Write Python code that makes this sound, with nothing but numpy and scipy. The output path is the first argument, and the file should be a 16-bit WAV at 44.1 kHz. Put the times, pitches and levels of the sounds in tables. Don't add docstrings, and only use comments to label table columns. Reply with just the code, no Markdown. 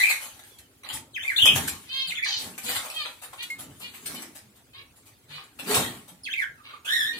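import sys
import numpy as np
from scipy import signal
from scipy.fft import rfft, irfft, next_fast_len
from scipy.io import wavfile
from scipy.ndimage import uniform_filter1d, minimum_filter1d

SR = 44100
rng = np.random.default_rng(int(sys.argv[2]) if len(sys.argv) > 2 else 0)


def inscribe(sig):
    pcm = np.round(np.clip(np.atleast_2d(sig).T, -1, 1) * 32767)
    wavfile.write(sys.argv[1], SR, pcm.astype(np.int16))


def gain_from_decibels(decibels):
    exponent = np.asarray(decibels, float) / 20
    return 10 ** exponent


N = 317079
PORT_LAG_S = 0.0001756


def rms_one(x):
    return x / np.sqrt(np.mean(x ** 2) + 1e-20)


def at_hz(points, hz):
    table_hz, value = np.transpose(points)
    return np.interp(np.log(np.maximum(hz, 1)), np.log(table_hz), value)


def add(track, s, sound):
    i = round(s * SR)
    track[i:i + len(sound)] += sound[:N - i]


def drift(rate_hz, size):
    pole = np.exp(-3 * np.pi * rate_hz / SR)
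    white = rng.standard_normal(size + 500)
    return rms_one(signal.lfilter([1], np.poly([pole] * 3), white)[500:])


def patches(shape, band_size, frame_size):
    coarse = rng.standard_normal((shape[0] // band_size + 1, shape[1] + frame_size))
    smooth = uniform_filter1d(coarse, frame_size, axis=1) * np.sqrt(frame_size)
    return np.repeat(smooth, band_size, axis=0)[:shape[0], :shape[1]]


def coloured(spectrum, grain_db=0, patchy_db=0, size=8):
    raw = rng.standard_normal(N)
    if patchy_db:
        frames = signal.stft(raw, nperseg=1024)[2]
        patch_gain = gain_from_decibels(patchy_db * patches(frames.shape, band_size=size, frame_size=2))
        raw = signal.istft(frames * patch_gain)[1][:N]
    if grain_db:
        raw = raw * gain_from_decibels(grain_db * drift(404, size=N))
    padded = next_fast_len(N)
    hz = np.fft.rfftfreq(padded, 1 / SR)
    inside = (hz >= spectrum[0][0]) & (hz <= spectrum[-1][0])
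    return rms_one(irfft(rfft(raw, padded) * gain_from_decibels(at_hz(spectrum, hz)) * inside)[:N])


# (time [s], peak [dB], body [dB], fall [s])
FLAPS = [(0.0855, -18.5, -14.5, 0.01555), (0.194, -32.5, -7.5, 0.0328), (0.39, -38, -4, 0.0036),
         (0.438, -47.5, -14, 0.042), (0.582, -39.5, -27, 0.0071), (0.922, -26.5, -21, 0.017),
         (1.215, -37.5, -7, 0.027), (1.362, -25, -45.5, 0.017), (1.415, -23.5, -15, 0.0096),
         (1.4504, -13.5, -7, 0.0093), (1.5531, -15, -8, 0.0089), (1.6726, -19, -41.5, 0.0081),
         (2.07, -32.5, -15, 0.02), (2.366, -31, -11, 0.0451), (2.577, -26.5, -11, 0.0063),
         (2.8988, -36.5, -5, 0.038), (3.212, -33.5, -4.5, 0.0176), (3.4245, -26, -18, 0.00565),
         (3.499, -33, -14.5, 0.0055), (3.58, -32.5, -8, 0.018), (4.054, -25, -18, 0.00916),
         (4.2179, -28, -8.5, 0.0063), (4.344, -36, -10, 0.016), (4.95, -49, -33, 0.018),
         (5.0502, -45.5, -12, 0.0169), (5.437, -44, -27.5, 0.0033), (6.074, -39, -5.5, 0.01297),
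         (1.9, -43.5, -13, 0.056), (2.63, -30.5, -10, 0.015), (2.72, -31, -4, 0.008),
         (2.78, -39.5, 2.5, 0.0098), (2.82, -33.5, 1, 0.027), (4.14, -30.5, -8, 0.0067),
         (4.181, -37.5, -24, 0.016), (6.37, -49, -15.5, 0.022), (6.845, -32.5, -11.5, 0.0124),
         (0.95, -35, -22, 0.01), (4.09, -38, -3.5, 0.0176), (4.55, -50.5, -11.5, 0.015)]
# (time [s], peak [dB], quill rasp [dB], body [dB], fall [s])
RAKES = [(0.829, -48, 20.5, 5, 0.0224), (0.8865, -37, 11.5, -5, 0.0197), (2.2427, -41, 19, -7.5, 0.033),
         (2.688, -25, 3, -1.5, 0.0093), (2.744, -22, 5.5, -6, 0.014), (3.05, -44, 25, 14, 0.00757),
         (3.3253, -41.5, 12.5, 5.5, 0.0084), (3.792, -37.5, 5, -4, 0.016), (3.932, -38, 8, -18.5, 0.0143),
         (5.274, -48, 16.5, -4.5, 0.0494), (5.5852, -32.5, 7.5, -3.5, 0.0117),
         (5.6565, -21.5, 9, -3, 0.0607), (5.739, -16, -1.5, -1.5, 0.0168)]
# (height [s], build-up [s], rustle [dB], thump [dB], draught on the ports [dB])
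BOUTS = [(0.0, .1, -30, -59, -59.5), (.36, 0.34, -53.5, -77, -72.5), (.98, 0.39, -85, -54, -66.5),
         (1.3, 0.137, -46.5, -71, -75), (1.56, 0.239, -32.5, -37, -33), (1.68, 0.31, -54.5, -58, -43.5),
         (2.3, 0.32, -53.5, -69.5, -75), (2.457, 0.171, -75, -47, -52),
         (2.699, 0.1785, -33.5, -50.5, -47.5), (3.1, 0.74, -51.5, -64.5, -72), (3.5, 1.47, -54, -63.5, -69),
         (3.68, 0.58, -65.5, -52.5, -54.5), (3.98, 0.98, -51, -60, -75), (4.102, 0.25, -43, -48.5, -53.5),
         (4.2, 0.212, -52, -48.5, -69), (5.552, 2.05, -88.5, -77.5, -65.5), (5.708, 0.1473, -34, -35, -82),
         (5.789, 0.149, -57, -36.5, -38.5), (7.09, 0.66, -72, -59, -73.5), (7.19, 0.21, -48, -50, -79)]
# (rustle, thump, draught) [dB], [dB/s]
REST_DB = [-100, -70, -65]
CALM_DB_PER_S = [76.5, 101.5, 132]
# (frequency [Hz], level [dB/Hz])
FEATHER = [(2710, -33), (4600, -7), (7910, 1.5), (10100, 2), (12900, -2.5), (14900, 0), (16000, -13)]
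QUILL = [(760, -8.5), (1300, -9.5), (1730, -4.5), (4210, -4.5), (4800, -11.5), (6240, -41), (10600, -120)]
BODY = [(280, -37.5), (470, -21), (529, -12), (1400, -12.5), (1820, -37.5), (3080, -120)]
THUMP = [(82, -40.5), (140, -16.5), (184, -7), (220, -4), (330, -6), (365, -14.5), (426, -9), (500, -21),
         (650, -47.5), (1100, -120)]
DRAUGHT = [(15, -60.5), (25, -30), (68, -3), (113, 0.5), (150, -6.5), (200, -36.5), (330, -120)]


def stirring():
    build_db = 31
    now = np.arange(N) / SR
    stir_db = np.array(REST_DB)[:, None] * np.ones(N)
    for at, build_s, *height_db in BOUTS:
        climb = build_db * np.maximum(at - now, 0) / max(build_s, .02)
        calm = np.outer(CALM_DB_PER_S, np.maximum(now - at, 0))
        stir_db = np.maximum(stir_db, np.array(height_db)[:, None] - climb - calm)
    return gain_from_decibels(2 * stir_db)


def wings():
    hiss, thump, draught = stirring()
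    rasp = hiss * gain_from_decibels(2 * -4.0)
    body = thump * gain_from_decibels(2 * -9.0)
    t = np.arange(SR // 3) / SR
    flap_rasp_db = 2
    strokes = RAKES + [(at, db, flap_rasp_db, body_db, fall) for at, db, body_db, fall in FLAPS]
    for at, db, rasp_db, body_db, fall in strokes:
        fall = max(fall, .004)
        swell = (1 - np.exp(-t / (1.1 * fall))) ** 2 * np.exp(-t / fall)
        power = (swell / swell.max()) ** 2
        add(hiss, at, power * gain_from_decibels(2 * (db - 7.0)))
        add(rasp, at, power * gain_from_decibels(2 * (db + rasp_db - 15.5)))
        add(body, at, power * gain_from_decibels(2 * (db + body_db - 11.0)))
    feathers = []
    for port in (0, 1):
        soft = np.sqrt(hiss) * coloured(FEATHER, grain_db=-0.5, patchy_db=4.0, size=16)
        harsh = np.sqrt(rasp) * coloured(QUILL, grain_db=5.0, patchy_db=6.5, size=6)
        feathers.append(soft + harsh)
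    low = np.sqrt(body) * coloured(BODY, grain_db=2.5, patchy_db=1.5, size=3)
    low += np.sqrt(thump) * coloured(THUMP, patchy_db=2.5, size=2)
    opposed = 0.244 * coloured(DRAUGHT) * np.array([[1], [-1]])
    buffet = np.sqrt(draught) * (coloured(DRAUGHT, patchy_db=5.0, size=2) + opposed)
    return feathers[0] + low, 0.042 * feathers[0] + 0.729 * feathers[1] + low, buffet


# (time [s], peak [dB], main ring [Hz], t60 [s])
TICKS = [(0.437, -32, 8790, 0.0214), (0.835, -31, 2150, 0.021), (2.581, -34.5, 2600, 0.0118),
         (4.149, -25.5, 2240, 0.0152), (4.227, -25, 2010, 0.0143), (4.37, -30, 5100, 0.0107),
         (0.8888, -16.5, 2932, 0.0147), (1.455, -13.5, 3140, 0.0335), (1.5592, -24, 2580, 0.0117),
         (1.6832, -4.5, 2393, 0.00485), (2.14, -27, 1454, 0.017), (2.579, -30.5, 7620, 0.015),
         (2.6913, -13, 8260, 0.0101), (2.7518, -12.5, 2910, 0.0098), (2.9, -22, 9790, 0.0276),
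         (3.0602, -19.5, 4014, 0.011), (4.0648, -28.5, 4970, 0.0265), (4.102, -36, 4150, 0.0069),
         (5.091, -45, 862, 0.0123), (5.745, -5, 7750, 0.0219)]


def bars():
    others = 12
    out, t = np.zeros(N), np.arange(SR // 10) / SR
    for at, db, hz, t60 in TICKS:
        other_hz = np.exp(rng.uniform(np.log(1600), np.log(12000), others))
        wires_hz = np.append(hz, other_hz)[:, None]
        strength = gain_from_decibels(np.append(-4.0, rng.normal(-13, 3, others)))[:, None]
        ring = (strength * np.sin(2 * np.pi * wires_hz * t)).sum(0)
        ring *= gain_from_decibels(-60 * t / np.clip(t60, .003, .05))
        crack = 0.13 * np.diff(rng.standard_normal(len(t) + 1)) * np.exp(-t / 0.00083)
        add(out, at, gain_from_decibels(db - 3) * (ring + crack) * (1 - np.exp(-t / .001)))
    return out


def voice(rows, count, overtone_db, flutter_hz, waver, spread, fade_s, smear_rise=.55):
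    s, hz, db, rough = np.transpose(rows)
    t = np.arange(s[0], s[-1], 1 / SR)
    hz, db, rough = (np.interp(t, s, column) for column in (hz, db, rough))
    rough = np.clip(rough, 0, 1)
    wavering_hz = hz * (1 + waver * rough * drift(flutter_hz, size=len(t)))
    phase = 2 * np.pi * np.cumsum(wavering_hz) / SR
    chop = drift(flutter_hz, size=len(t))
    tone, power = 0, 0
    for k in range(1, count + 1):
        gain = gain_from_decibels(overtone_db(k, hz)) * (k * hz < 15600)
        smear = drift(flutter_hz * k ** smear_rise, size=len(t))
        hoarse = rough ** (k ** -spread)
        breath = np.sqrt(1 - hoarse ** 2) + hoarse * (.7 * chop + .7 * smear)
        tone = tone + gain * breath * np.sin(k * phase + k * k)
        power = power + gain ** 2 / 2
    fade = np.clip(np.minimum(t - s[0], s[-1] - t) / fade_s, 0, 1)
    return s[0], fade * gain_from_decibels(db) * tone, np.sqrt(power)


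def arch(size, swell):
    u, swell = np.linspace(0, 1, size), np.clip(swell, .05, .95)
    before = np.clip(1 - u / swell, 0, 1) ** 2
    after = np.clip((u - swell) / (1 - swell), 0, 1) ** 2
    return u, before, after


def note(s, length, first_hz, last_hz, db, swell):
    edge_db, rough = 6.5, 0.439
    u, before, after = arch(size=8, swell=swell)
    glide_hz = first_hz * (last_hz / first_hz) ** u
    return np.transpose([s + length * u, glide_hz, db - edge_db * (before + after), rough + 0 * u])


# (time [s], pitch [Hz], level [dB], roughness [0-1])
SCREECH = [
    [(0, 1938, -19, 0.7), (.02, 2019, -25, 0.6), (.032, 2290, -21.5, .7), (.045, 2391, -22, 0.4),
     (.065, 2468, -23.5, .7), (.088, 2443, -27, 0.88), (.11, 2300, -24, 1), (.125, 2100, -28.5, .9),
     (.145, 2008, -48.5, 1)],
    [(1.385, 2708, -18.5, 0.6), (1.4, 3075, -24.5, 0.6), (1.42, 3281, -15.5, 1.3), (1.445, 2967, -21, 0.8),
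     (1.47, 3254, -13.5, 1.2), (1.5, 2921, -23, 1.13), (1.52, 2789, -27.5, 1.2), (1.55, 2550, -50.5, 1.1)],
    [(1.462, 2514, -28.5, 0.27), (1.474, 2490, -20.5, 0.8), (1.51, 2537, -26.5, 0.2),
     (1.535, 2358, -53, 1.1)],
    [(6.846, 1378, -49, 0.7), (6.87, 1512, -43, 0.9), (6.895, 1649, -29.5, 0.6), (6.92, 1831, -28, 0.35),
     (6.952, 1902, -27, 0.35), (6.98, 1782, -30, 0.35), (7.028, 1714, -29.5, 0.4), (7.085, 1865, -33, 0.3),
     (7.15, 1846, -49.5, 0.3)],
    [(6.665, 1250, -57.5, 1), (6.69, 1452, -53, 0.9), (6.72, 1296, -51, 1.1), (6.75, 1148, -50, 1.1),
     (6.785, 1190, -59.5, 0.9)],
]
SECOND_DB = [-5.5, 1, -3, 2.5, -19]
UPPER_DB = [-31, -35.5, -38, -17, -23]
BREATH_DB = [4, 4, 1, -4, 0]
# (rate [Hz], depth [0-1])
THROB = [(95, .4), (110, .25), (110, .2), (68, .35), (40, .6)]
# (time [s], length [s], first pitch [Hz], last pitch [Hz], level [dB])
WARBLE = [(1.13, 0.02, 4537, 3250, -49), (1.144, .018, 3254, 3050, -38), (1.156, .03, 2963, 1450, -34.5),
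          (1.183, 0.042, 2861, 3271, -38), (1.221, .02, 3347, 3722, -40), (1.228, .016, 3056, 2075, -34),
          (1.243, 0.021, 1990, 2419, -35), (1.267, 0.044, 2494, 2064, -28.5),
          (1.296, .035, 2230, 1444, -29.5), (2.07, 0.04, 5000, 3084, -35.5),
          (2.097, 0.021, 3325, 1958, -31.5), (2.114, 0.023, 1972, 2440, -32.5),
          (2.145, 0.013, 2768, 3503, -31), (2.156, 0.044, 3580, 3422, -36),
          (2.163, 0.033, 2974, 1771, -32.5), (2.181, 0.024, 1870, 2040, -34.5),
          (2.219, .024, 2168, 2386, -28.5), (2.239, 0.027, 2318, 1633, -31.5),
          (2.242, 0.0081, 4066, 4520, -31), (6.232, 0.032, 5400, 3300, -41),
          (6.249, 0.022, 3346, 3098, -37.5), (6.26, .034, 2900, 1492, -33.5),
          (6.297, 0.032, 2961, 3300, -33.5), (6.325, 0.013, 3580, 3724, -36),
          (6.334, 0.0075, 3103, 2025, -27), (6.347, 0.029, 1980, 2232, -37.5),
          (6.372, 0.046, 2411, 1948, -29.5), (6.4, .042, 2106, 1453, -28)]
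CHIRPS = [
    (0.832, 0.0102, 1092, 1090, -52),
    (1.359, 0.022, 3220, 4830, -25.5),
    (1.378, 0.012, 3832, 3380, -21),
    (0.088, 0.041, 4500, 3740, -33.5),
    (0.496, 0.16, 3515, 3030, -64),
    (6.572, 0.0534, 1362, 1150, -57.5),
]
# (pitch [Hz], level [dB])
THROAT = [(1050, 14), (1510, 5), (1700, -6), (2050, -3.5), (2400, -33), (5000, -21)]
WHISTLE = [(1400, -10), (2000, -22), (2600, -24.5), (3300, -15.5), (4200, -3.5), (5400, -1)]


def parakeet():
    out = np.zeros(N)
    whistle_air_db, steady = 4.5, (0, 0)
    calls = [(call, THROAT, *rest) for call, *rest in zip(SCREECH, SECOND_DB, UPPER_DB, BREATH_DB, THROB)]
    for row in CHIRPS:
        second_db = min(0, 2 * at_hz(THROAT, row[2]) - 36)
        calls.append((note(*row, swell=.14), THROAT, second_db, -30.0, whistle_air_db, steady))
    for row in WARBLE:
        calls.append((note(*row, swell=.42), WHISTLE, 0, -29.5, whistle_air_db, steady))
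    beak = signal.butter(2, 990, "high", fs=SR, output="sos")
    for call, throat, second_db, upper_db, air_db, (throb_hz, depth) in calls:
        def partial_db(k, hz):
            if k == 1:
                return 0
            return second_db + at_hz(throat, hz) if k == 2 else upper_db - 1.2 * (k - 3)

        at, tone, _ = voice(call, count=9, overtone_db=partial_db, flutter_hz=135, waver=.024,
                            spread=1.1, fade_s=.003, smear_rise=.95)
        beat = 2 * np.pi * np.cumsum(throb_hz * (1 + .2 * drift(30, size=len(tone)))) / SR
        tone = tone * (1 + np.clip(depth, 0, 1) * np.cos(beat))
        breath = signal.sosfilt(beak, rng.standard_normal(len(tone))) * np.abs(signal.hilbert(tone))
        add(out, at, 1.533 * (tone + gain_from_decibels(upper_db + air_db) * breath))
    return out


# (time [s], length [s], pitch [Hz], glide [octaves], level [dB])
FINCH = [(1.876, 0.216, 536.3, -0.0155, -41), (2.229, 0.21, 610.1, -0.5, -40.5),
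         (2.932, 0.1304, 620.8, -0.308, -43.5), (3.372, 0.087, 483, 0.117, -47),
         (3.803, 0.1028, 486.4, 0.081, -50.5), (4.724, 0.1116, 557.1, 0.156, -55.5),
         (5.285, 0.1488, 494.1, 0.03, -53.5), (6.627, 0.153, 555.8, -0.034, -58),
         (7.115, 0.089, 486.4, 0.041, -47.5), (2.635, 0.1038, 498.6, 0.058, -45.5),
         (4.14, 0.0665, 604.5, -0.02, -51.5)]
# (share of it spent swelling [0-1], beak opening [factor], tilt [dB/octave])
MANNER = [(.45, 0.969, 0.5), (0.1211, 0.941, 15.5), (0.46, 1, -4), (0.4306, 0.854, 0.5),
          (0.3496, 0.933, -0.5), (0.331, 0.915, -4), (0.4695, 0.956, -0.5), (0.1766, 0.926, -6.5),
          (0.14, 0.959, -1.5), (0.38, 0.996, -3.5), (0.442, 0.94, 3)]
FINCH_ROUGH = [.1, .6, .2, .22, .2, .45, .25, .8, .3, .3, .2]
# (frequency [Hz], level [dB])
BEAK = [(290, -69), (500, -26), (684, -47.5), (1090, -19.5), (1900, -20.5), (2110, -16), (2630, -5.5),
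        (2950, -10), (3200, 1.5), (3470, -8), (4330, -4), (5330, -14.5), (8000, -35.5), (10400, -72.5),
        (17600, -120)]


def finches():
    swell_db, die_db, arch_oct = 11.5, 9.5, 0.13
    out = np.zeros(N)
    for (s, length, hz, glide, db), (swell, gape, tilt_db), rough in zip(FINCH, MANNER, FINCH_ROUGH):
        u, before, after = arch(size=12, swell=swell)
        pitch = hz * 2 ** (glide * (u - .5) - arch_oct * (before + .5 * after))
        level_db = db - swell_db * before - die_db * after ** 1.16
        call = np.transpose([s + length * u, pitch, level_db, rough + 0 * u])

        def beak_db(k, hz):
            return at_hz(BEAK, k * hz / gape) + tilt_db * np.log2(k * hz / 3300)

        at, tone, loudness = voice(call, count=20, overtone_db=beak_db, flutter_hz=97.2, waver=0.0082,
                                   spread=0.425, fade_s=.022)
        add(out, at, gain_from_decibels(11.0) * tone / loudness)
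    return out


# (time [s], length [s], pitch [Hz], level [dB])
PEEP = (3.5, 0.0572, 2147.5, -27.5)


def peep():
    lag_s, echo_s, echo_db = .00009, 0.038, -17
    at, length, hz, db = PEEP
    out, t = np.zeros((2, N)), np.arange(0, length, 1 / SR)
    shape = np.clip(t / 0.0033, 0, 1) * np.sqrt(1 - t / length)
    for port in (0, 1):
        phase = 2 * np.pi * hz * (t - port * lag_s)
        tone = shape * (np.sin(phase) + gain_from_decibels(-22.5) * np.sin(2 * phase))
        add(out[port], at, gain_from_decibels(db) * tone)
        add(out[port], at + echo_s, gain_from_decibels(db + echo_db) * tone)
    return out


# (time [s], peak [dB], mode [Hz], length [s])
BOOMS = [(0.93, -41, 103.2, 0.0218), (1.441, -33, 296, 0.0116), (3.689, -46, 111.8, 0.036),
         (5.688, -22.5, 429, 0.036), (5.76, -35, 127.3, 0.0626), (6.488, -50, 101.3, 0.0136),
         (2.06, -52, 175, 0.05), (2.63, -44, 219, 0.0437), (3.8, -51, 202, 0.0394),
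         (4.42, -54.5, 207.9, 0.0615), (5.27, -55, 152.6, 0.082), (6.1, -53, 179.2, 0.0484)]


def tray():
    out = np.zeros(N)
    for at, db, hz, length in BOOMS:
        t = np.arange(0, length, 1 / SR)
        add(out, at, gain_from_decibels(db) * np.sin(np.pi * t / length) ** 2 * np.sin(2 * np.pi * hz * t))
    return out


def scattered(x, direct):
    scatter_s = .005
    t = np.arange(int(6 * scatter_s * SR)) / SR
    cluster = rng.standard_normal((2, len(t))) * np.exp(-t / scatter_s) * np.clip(t / .001, 0, 1)
    cluster *= np.sqrt((1 - direct) / np.sum(cluster ** 2, axis=1, keepdims=True))
    cluster[[0, 1], [0, round(PORT_LAG_S * SR)]] += np.sqrt(direct)
    return signal.fftconvolve(x[None], cluster, axes=1)[:, :N]


def widen(mid, side):
    side = signal.lfilter(*signal.butter(1, 1000, "high", fs=SR), side)
    return np.array([mid + side, mid - side])


# (frequency [Hz], t60 [s])
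ROOM_T60 = [(100, 0.474), (1000, 0.305), (3000, 0.2397), (8000, 0.2143), (16000, 0.048)]


def room(x):
    t = np.arange(int(.7 * SR)) / SR
    echoes = 0
    for hz in 52.78 * 2 ** np.arange(8):
        octave = signal.butter(2, [hz, 2 * hz], "band", fs=SR, output="sos")
        noise = signal.sosfilt(octave, rng.standard_normal((2, len(t))))
        echoes = echoes + noise * gain_from_decibels(-60 * t / at_hz(ROOM_T60, np.sqrt(2) * hz))
    echoes = widen(*echoes * np.clip((t - .003) / 0.00419, 0, 1))
    echoes = echoes / np.sqrt(np.sum(echoes ** 2) / 2)
    return signal.fftconvolve(x[None], echoes, axes=1)[:, :N]


# (frequency [Hz], level [dB/Hz])
HUSH = [(15, -47.5), (25, 2.5), (108, -9.5), (170, -33.5), (263, -2.5), (373, -2), (1100, -12), (2410, -12),
        (4250, -15), (5730, -17.5), (9070, -14), (14800, -17.5), (16000, -17.5)]


def hush():
    return gain_from_decibels(-55.5 - 7.5) * widen(coloured(HUSH, patchy_db=4.5), coloured(HUSH))


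# (time [s], left minus right [dB])
PARAKEET_PAN = [(0, 0.5), (1.3, 1), (2.3, 1), (6.3, -2.5), (6.9, -4.5)]


def scene():
    near, far, buffet = wings()
    struck = bars() + tray()
    buzzes, whistles = finches(), parakeet()
    later = np.interp(np.arange(N) - PORT_LAG_S * SR, np.arange(N), struck + far)
    wet = room(struck + 0.6296 * near + 0.515 * buzzes + 0.5755 * whistles)
    pan_db = np.interp(np.arange(N) / SR, *np.transpose(PARAKEET_PAN))
    perch = gain_from_decibels(np.outer([.5, -.5], pan_db))
    voices = scattered(buzzes, direct=.55) + perch * scattered(whistles, direct=.35) + peep()
    return np.array([struck + near, gain_from_decibels(1.21) * later]) + voices + wet + buffet + hush()


def roll_off(x):
    return signal.sosfilt(signal.butter(12, 15790, fs=SR, output="sos"), x)


def record(dry):
    rounded = .75 * np.tanh(dry / .75)
    dry = signal.sosfilt(signal.butter(3, 44, "high", fs=SR, output="sos"), rounded)
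    hz, _, frames = signal.stft(dry, SR, nperseg=1024)
    power = np.mean(np.abs(frames) ** 2, axis=0)
    level_db = 10 * np.log10(uniform_filter1d(power, size=7, axis=0) + 1e-20)
    level_db = uniform_filter1d(level_db, size=4, axis=1)
    masked_db = -minimum_filter1d(-level_db, size=60, axis=0) - level_db
    hz = hz[:, None]
    keen = np.interp(hz, [3000, 7000], [.045, .3])
    weak = .4 * np.exp(-(np.log2(hz / 5600 + 1e-9) / .3) ** 2)
    chance = patches(level_db.shape, band_size=4, frame_size=8)
    spared = (chance + masked_db * keen + weak > 2.7) & (hz > 2200)
    mix = signal.istft(frames * np.where(spared, .03, 1), SR)[1][:, :N]
    return roll_off(mix)


dry = scene()
out = record(dry)
inscribe(out)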